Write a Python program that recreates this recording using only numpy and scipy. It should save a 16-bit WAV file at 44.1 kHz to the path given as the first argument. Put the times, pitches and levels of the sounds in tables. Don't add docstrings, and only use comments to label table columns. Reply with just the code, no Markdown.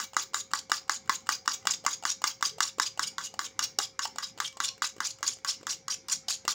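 import sys
import numpy as np
from scipy import signal
from scipy.io import wavfile
from scipy.ndimage import uniform_filter1d

SR = 44100
rng = np.random.default_rng(int(sys.argv[2]) if len(sys.argv) > 2 else 0)


def master_out(mix):
    frames = np.transpose(np.atleast_2d(mix))
    ceiling = np.clip(frames, -1, 1)
    pcm = np.round(ceiling * 32767).astype(np.int16)
    wavfile.write(sys.argv[1], SR, pcm)


N = 288414

# (f/Hz, relative level/dB, t60/s)
WALL_MODES = [(306, -28, 0.026), (891, -13.5, 0.017), (1150, -3, .02), (1527, 1, 0.0086),
              (1702, -3.5, 0.013), (2014, -14, 0.034)]


def knock(peak_db, chance):
    count = len(WALL_MODES)
    detune = 1 + 0.032 * chance[:count, None]
    modes = [(hz, db + 0.37 * c, t60) for (hz, db, t60), c in zip(WALL_MODES, chance[count:])]
    contact = signal.windows.hann(13)
    return gain_of(peak_db) * peaked(np.convolve(ring(modes, detune, damping=1.0), contact))


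# (f/Hz, relative level/dB, t60/s)
TINE_MODES = [(2346, -30, 0.13), (2934, -16, 0.048), (3473, -9.5, 0.015), (3917, -5.5, 0.011),
              (4965, 1.5, 0.0066), (5740, 1.5, 0.0061), (6680, 0.5, 0.0091), (7287, 2, 0.0066),
              (8840, -5.5, 0.0035), (10320, -11, 0.0025), (13400, -18, 0.003), (15600, -11, 0.0038)]
# (t/s, wall knock peak level/dB, tine tick peak level/dB, relative drag level/dB, time to lift-off/s)
STROKES = [(0.0, -22.5, -21.5, -32.5, 0.058), (0.1664, -10.5, -13.5, -33, 0.077),
           (0.3437, -16, -13, -46, 0.062), (0.5345, -13, -13.5, -35.5, 0.069),
           (0.7168, -10, -13, -35.5, 0.084), (0.895, -11, -12.5, -34, 0.059),
           (1.0949, -11, -14, -31.5, 0.065), (1.29, -10.5, -12, -31, 0.076),
           (1.4772, -11.5, -12.5, -37.5, 0.09), (1.6707, -13, -8, -37, 0.09),
           (1.864, -14, -10.5, -35.5, 0.079), (2.0522, -14, -13.5, -33, 0.066),
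           (2.24, -12, -10.5, -33.5, 0.084), (2.4256, -11.5, -13, -29.5, 0.047),
           (2.6046, -10.5, -12.5, -35.5, .098), (2.7979, -11, -13, -38.5, 0.098),
           (2.9936, -14, -16, -38, 0.068), (3.1817, -20, -20.5, -41, 0.073),
           (3.3915, -16, -16.5, -39.5, 0.088), (3.5917, -17.5, -13.5, -37.5, 0.073),
           (3.7872, -24, -9.5, -34, 0.076), (3.9918, -18.5, -17.5, -45.5, 0.05),
           (4.1838, -22.5, -19.5, -47.5, 0.13), (4.4016, -15, -16, -37, 0.056),
           (4.602, -15, -15.5, -34.5, 0.083), (4.82, -14, -19.5, -28, 0.06),
           (5.0036, -16.5, -20, -40.5, 0.11), (5.2283, -19, -19, -36.5, 0.12),
           (5.447, -22.5, -20.5, -40, .11), (5.6679, -22, -21, -39, 0.09),
           (5.8811, -26.5, -19.5, -54, 0.049), (6.0841, -35, -25.5, -37.5, 0.086),
           (6.2832, -49, -20.5, -26.5, 0.032), (6.4789, -16, -15, -26, 0.056)]
# (t/s, peak level/dB)
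BOUNCES = [(0.0065, -26.5), (0.3652, -31), (0.554, -27), (0.736, -36), (1.1005, -18), (1.3085, -29),
           (1.6992, -25), (1.8795, -21), (2.2515, -23.5), (2.4442, -35), (2.8153, -30), (3.0315, -35),
           (3.2065, -30.5), (3.413, -29), (3.6265, -29.8), (3.8006, -23.5), (4.0548, -29.5), (4.2284, -30),
           (4.4193, -30), (4.841, -24.5), (5.026, -31), (5.039, -33), (5.2804, -34), (5.485, -32),
           (5.8986, -35), (6.3039, -30.5)]


def blows():
    out, t = np.zeros(N), np.arange(300) / SR
    count = 2 * len(WALL_MODES)
    chances = rng.standard_normal((len(STROKES), count + 300))
    for (s, wall_db, tick_db, *_), chance in zip(STROKES, chances):
        add(out, s, knock(wall_db, chance[:count]))
        clicks = chance[count:]
        decay = gain_of(-60 * t / .014) * np.clip(t / .0004, 0, 1)
        landing = clicks * (abs(clicks) > 1.3) * decay
        tick = peaked(np.convolve(landing, ring(TINE_MODES, damping=1.68)))
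        add(out, s - .0002, gain_of(tick_db) * tick)
    for (s, db), chance in zip(BOUNCES, rng.standard_normal((len(BOUNCES), count))):
        add(out, s, knock(db, chance))
    return out


def grit(size, per_s=9000, spread_db=4.0):
    height = gain_of(spread_db * np.minimum(rng.exponential(1, size), 4))
    height = height * rng.choice([-1, 1], size)
    return evened(height * (rng.random(size) < per_s / SR))


def rubbed(force, modes, patchy_db=5.5):
    out = np.zeros(N)
    energy = np.array([gain_of(2 * db) * t60 for _, db, t60 in modes])
    for mode, share in zip(modes, np.sqrt(energy / energy.sum())):
        wander = gain_of(patchy_db * evened(uniform_filter1d(rng.standard_normal(N), 450)))
        catches = evened(wander * grit(N))
        out += share * signal.oaconvolve(force * catches, ring([mode]))[:N]
    return out


# (t/s, relative push level/dB, length/s, nominal squeak f/Hz)
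SLIPS = [(0.191, -36, .017, 7100), (0.336, -35, 0.07, 7300), (0.397, -30.5, 0.024, 6980),
         (0.548, -33.5, 0.017, 7200), (0.588, -31.5, 0.016, 4680), (0.724, -37, .048, 6800),
         (0.765, -35.5, 0.014, 4700), (0.915, -35, 0.012, 5230), (0.94, -35, 0.042, 6940),
         (1.153, -30.5, 0.016, 7020), (1.322, -25.5, 0.015, 6200), (1.485, -31, 0.02, 7100),
         (1.512, -34, 0.019, 5000), (1.533, -32.5, 0.021, 7000), (1.686, -38, 0.018, 4800),
         (1.705, -28.5, 0.027, 5200), (1.7335, -29.5, .017, 4900), (1.9063, -31.5, 0.021, 6440),
         (1.9257, -31, 0.03, 6860), (2.088, -27.5, 0.032, 5930), (2.112, -28, .022, 6780),
         (2.2697, -23.5, 0.02, 5730), (2.45, -27, 0.041, 6070), (2.492, -34, 0.017, 5370),
         (2.623, -23.5, 0.025, 5740), (2.672, -36.5, 0.026, 5460), (2.8153, -26, 0.03, 5550),
         (2.857, -31.5, 0.027, 6800), (3.0223, -28, 0.028, 5320), (3.0623, -32, 0.031, 6950),
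         (3.08, -38, .011, 7000), (3.2364, -32.5, .046, 6800), (3.4393, -35.5, 0.037, 6630),
         (3.622, -26, 0.039, 5650), (3.813, -34, 0.04, 5150), (4.017, -29, 0.048, 5440),
         (4.07, -38, 0.017, 6880), (4.226, -30, 0.029, 5170), (4.254, -46, 0.014, 4700),
         (4.444, -31.5, 0.028, 3320), (4.4697, -32.5, 0.021, 5440), (4.479, -34, 0.0068, 3050),
         (4.638, -29, 0.024, 3590), (4.6795, -28, 0.019, 5630), (4.871, -31.5, 0.012, 6350),
         (4.89, -38, 0.018, 6640), (5.043, -27.5, 0.038, 6270), (5.104, -34.5, 0.018, 6920),
         (5.264, -25, 0.037, 6680), (5.4752, -24.5, 0.039, 5470), (5.508, -29.5, 0.014, 6040),
         (5.692, -29, .049, 5870), (5.899, -28, 0.032, 5840), (5.92, -32.5, 0.029, 6450),
         (5.94, -27, .014, 5900), (6.098, -27, 0.0085, 4770), (6.1123, -27.5, 0.035, 5820),
         (6.127, -24, .012, 5830), (6.2966, -32, 0.066, 6870), (6.3, -28, .02, 4830)]
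# (t/s, lower tine modes level/dB, upper tine modes level/dB), against the middle
COLOUR = [(0, -6.5, -17), (.6, -27, -19), (1.3, -8.5, -25), (2.2, -19, -19), (3.0, -6, -15.5),
          (3.8, -10.5, -16.5), (4.8, -7, -14), (5.3, -30, -14.5), (6.5, -21, -14)]
CHATTER_DB, CHATTER_SHARE, CHATTER_T60, CHATTER_DB_PER_S = -35.5, 0.24, 0.2, 0.34
SLIP_RISE, SLIP_FADE_DB, SLIP_END_S = .38, 10, 0.0085
TINES_LOW_HZ = 890


def scrape():
    drag, slip, chatter, squeak = np.zeros((4, N))
    catches = grit(N)
    for s, wall_db, _, drag_db, lift in STROKES:
        t = np.arange(0, lift, 1 / SR)
        touch = np.clip(t / 0.0019, 0, 1) * np.clip((lift - t) / 0.015, 0, 1)
        add(drag, s, gain_of(drag_db) * touch)
        chatter_db = CHATTER_DB + CHATTER_SHARE * wall_db + CHATTER_DB_PER_S * s - 60 * t / CHATTER_T60
        add(chatter, s, gain_of(chatter_db) * touch)
    for s, db, length, hz in SLIPS:
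        t = np.arange(0, length, 1 / SR)
        edges = np.clip(t / (SLIP_RISE * length), 0, 1) * np.clip((length - t) / SLIP_END_S, 0, 1)
        push = gain_of(db - SLIP_FADE_DB * (t / length - SLIP_RISE)) * edges
        add(slip, s - .002, push)
        at = round(s * SR)
        add(squeak, s - .002, np.convolve(push * catches[at:at + len(t)], ring([(hz, 0, .009)])))

    s, lower_db, upper_db = np.transpose(COLOUR)
    now = np.arange(N) / SR
    lower_db, upper_db = np.interp(now, s, lower_db), np.interp(now, s, upper_db)
    top_db = -16.5 - .9 * now
    force = drag + slip
    lower = rubbed(force * gain_of(lower_db), TINE_MODES[:4])
    middle = rubbed(force, TINE_MODES[4:8])
    upper = rubbed(force * gain_of(upper_db), TINE_MODES[8:11])
    top = rubbed((drag + 0.62 * slip) * gain_of(top_db), TINE_MODES[11:])

    wall_drive = chatter * grit(N, per_s=1500) + 0.03 * force * catches
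    wall = signal.oaconvolve(wall_drive, ring(WALL_MODES))[:N]
    small = gain_of(-6.0) * (lower + middle + upper + top)
    small += gain_of(-5.0) * squeak + gain_of(-22.5) * foam(force)
    return wall + signal.sosfilt(signal.butter(3, TINES_LOW_HZ, "high", fs=SR, output="sos"), small)


# (t/s, plop peak level/dB, starting cavity f/Hz, loss per swing at that pitch/dB)
SLOPS = [(0.133, -39, 860, 9), (0.144, -43, 1800, 15), (0.334, -38, 1000, 14), (0.508, -49, 1260, 15),
         (0.514, -39, 1240, 28), (0.697, -31, 790, 26), (0.704, -40, 1140, 24), (0.879, -47.5, 1210, 12),
         (1.205, -54, 3100, 5), (1.058, -53, 1530, -3), (1.076, -49, 1490, 3), (1.262, -50, 1200, 7),
         (1.269, -37.5, 1320, 17), (1.453, -49, 830, 2), (1.458, -37, 1400, 21), (1.626, -53, 1160, 7),
         (1.653, -32.5, 790, 10), (1.84, -41, 550, 9), (1.849, -32, 734, 7), (2.025, -39, 790, 4),
         (2.036, -33.5, 753, 4), (2.218, -32.5, 880, 15), (2.409, -37, 1010, 22), (2.466, -47, 300, 12),
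         (2.583, -34, 690, 15), (2.783, -31.5, 430, 20), (2.785, -37, 1150, 13), (2.975, -36, 770, 14),
         (3.34, -36, 740, 11), (3.786, -29.5, 723, 1.5), (3.786, -33, 384, 5.5), (4.053, -26, 848, 3),
         (4.159, -36.5, 810, 15), (4.376, -39, 840, 23), (4.385, -39, 1160, 18), (4.526, -49.5, 3000, 2),
         (4.57, -35, 880, 21), (4.779, -48, 1440, 16), (4.964, -41.5, 396, 10), (4.981, -40.5, 315, 34),
         (5.015, -50, 249, 9), (5.186, -48, 1200, 17), (5.207, -47.5, 560, 14), (5.293, -51, 360, 4),
         (5.369, -51, 600, 18), (5.386, -50.5, 1400, 36), (5.61, -46, 300, 12), (5.63, -40.5, 453, 18),
         (6.282, -35, 744, 3.5), (6.451, -32, 503, 28)]
SPRAY_DB, SPRAY_DB_PER_OCTAVE, WALL_SLAP_DB = -3, 3, -8


def slops():
    out, t = np.zeros(N), np.arange(900) / SR
    for (s, db, hz, loss_db), noise in zip(SLOPS, rng.standard_normal((len(SLOPS), 900))):
        swing = np.sin(2 * np.pi * hz * t * (1 + 6 * t))
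        plop = swing * gain_of(-loss_db * hz * t) * np.clip(t / 0.0021, 0, 1)
        puff = noise * gain_of(-60 * t / 0.023) * np.clip(t / 0.00017, 0, 1)
        spray_db = db + SPRAY_DB + SPRAY_DB_PER_OCTAVE * np.log2(hz / 800)
        add(out, s, gain_of(db) * peaked(plop))
        add(out, s, gain_of(spray_db) * np.convolve(puff, ring(TINE_MODES, damping=4.8)))
        add(out, s, gain_of(db + WALL_SLAP_DB) * np.convolve(puff, ring(WALL_MODES, damping=1.4)))
    return out


def foam(stir):
    linger = signal.lfilter([.0009], [1, -(1 - .0009)], stir)
    froth = gain_of(0.44 * np.arange(N) / SR) * (stir + 0.15 * linger)
    out, t = np.zeros(N), np.arange(400) / SR
    for hz in np.geomspace(2000, 7500, 24):
        swing = np.sin(2 * np.pi * hz * t * (1 + 5 * t))
        chirp = swing * gain_of(-1.1 * hz * t) * np.clip(t / 0.00062, 0, 1)
        weight = np.exp(-np.log(hz / 5200) ** 2 / 0.52)
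        bursts = grit(N, per_s=40, spread_db=3.6)
        out += weight * signal.oaconvolve(froth * bursts, chirp / np.linalg.norm(chirp))[:N]
    return out


# (f/Hz, t60/s)
KITCHEN_DECAY = [(300, 0.25), (1300, 0.18), (3500, 0.21), (6000, 0.26), (9000, 0.16), (15000, 0.2)]


def kitchen(x):
    size, out = SR // 2, np.zeros(N)
    for k in range(3):
        taps = np.zeros(size)
        at = np.arange(180, size - 12, 12)
        taps[at + rng.integers(0, 12, len(at))] = rng.choice([-1., 1.], len(at))
        hz, t, z = signal.stft(taps, SR, nperseg=128)
        decay = gain_of(-60 * t / read(KITCHEN_DECAY, hz)[:, None])
        tail = signal.istft(z * decay, SR, nperseg=128)[1]
        turn = np.sqrt(2 / 3) * np.cos(2 * np.pi * (np.arange(N) / SR * 1.4 + k / 3))
        out += signal.oaconvolve(x * turn, tail / np.linalg.norm(tail))[:N]
    return out


# (f/Hz, relative level per Hz/dB)
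RUMBLE_SPECTRUM = [(25, -8), (60, -14), (100, 0.5), (200, 1.5), (320, -6), (480, -2), (600, -58),
                   (750, -1.5), (900, -11.5), (1900, -15), (2150, -7.5), (2600, -20.5), (5800, -17),
                   (10000, -40), (16000, -45)]
RUMBLE_DB = -61
# (mean f/Hz, nominal rms level/dB, rms wavering f/Hz)
HUM_TONES = [(65.7, -75, 4.5), (102.2, -72.5, 4.04), (536, -66, 2.06), (2180, -78, 7.6), (2320, -76.5, 11)]


def appliance():
    frames, hz = N // 512 + 5, np.fft.rfftfreq(2048, 1 / SR)
    real, imaginary, patches = rng.standard_normal((frames, 1025, 3)).T
    patches = evened(uniform_filter1d(uniform_filter1d(patches, 5, 0), 8, 1))
    swell = evened(uniform_filter1d(rng.standard_normal(frames), 14))
    level_db = read(RUMBLE_SPECTRUM, hz)[:, None] + 3 * patches + 1.5 * swell
    z = (real + 1j * imaginary) * gain_of(level_db)
    out = gain_of(RUMBLE_DB) * evened(signal.istft(z, nperseg=2048, noverlap=1536)[1][:N])
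    for hz, db, waver_hz in HUM_TONES:
        drift = evened(uniform_filter1d(rng.standard_normal(N), 3000))
        phase = 2 * np.pi * np.cumsum(hz + waver_hz * drift) / SR
        out += np.sqrt(2) * gain_of(db + 0.26 * drift) * np.sin(phase)
    return out


# (t/s, length/s, start f/Hz, end f/Hz, rms level before taper/dB, rms wavering f/Hz)
GLIDES = [(2.506, 0.1, 414, 453, -57.5, 25), (4.512, 0.26, 1065, 1076, -59.5, 9.3)]


def glides():
    out = np.zeros(N)
    for s, length, from_hz, to_hz, db, waver_hz in GLIDES:
        t = np.arange(0, length, 1 / SR)
        waver = evened(uniform_filter1d(rng.standard_normal(len(t)), 500))
        hz = from_hz + (to_hz - from_hz) * t / length + waver_hz * waver
        shape = signal.windows.tukey(len(t), .4) * gain_of(db + 1.5 * waver)
        add(out, s, np.sqrt(2) * shape * np.sin(2 * np.pi * np.cumsum(hz) / SR))
    return out


def ring(modes, detune=0.98, damping=0.66):
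    t = np.arange(2048) / SR
    hz, db, t60 = np.transpose(modes)[:, :, None]
    sign = (-1.) ** np.arange(len(modes))[:, None]
    decay = gain_of(db - 60 * t * damping / t60)
    wave = (sign * decay * np.sin(2 * np.pi * hz * detune * t)).sum(0)
    return wave / np.linalg.norm(wave)


def gain_of(db):
    return 10 ** (np.asarray(db) / 20)


def evened(x):
    return x / np.sqrt(np.mean(x ** 2) + 1e-20)


def peaked(x):
    return x / abs(x).max()


def read(points, hz):
    f, value = np.transpose(points)
    return np.interp(np.log(hz + 1), np.log(f + 1), value)


def add(mix, s, sound):
    part = mix[max(round(s * SR), 0):][:len(sound)]
    part += sound[:len(part)]


def scene():
    bowl = blows() + scrape() + slops()
    mix = bowl + gain_of(-11.0) * kitchen(bowl) + appliance() + glides()
    return np.tile(mix, (2, 1))


CUT_HZ, EDGE_HZ = 64, 17100
SHELF_HZ, SHELF_DB = 15950, -31


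def record(dry):
    thin = signal.sosfilt(signal.butter(2, CUT_HZ, "high", fs=SR, output="sos"), dry)
    low = gain_of(SHELF_DB)
    shelf = signal.firwin2(255, [0, SHELF_HZ, SHELF_HZ + 250, SR / 2], [1, 1, low, low], fs=SR)
    edge = signal.firwin(255, EDGE_HZ, window=("kaiser", 7), fs=SR)
    return signal.oaconvolve(thin, np.convolve(shelf, edge)[None], "same")


dry = scene()
out = record(dry)
master_out(out)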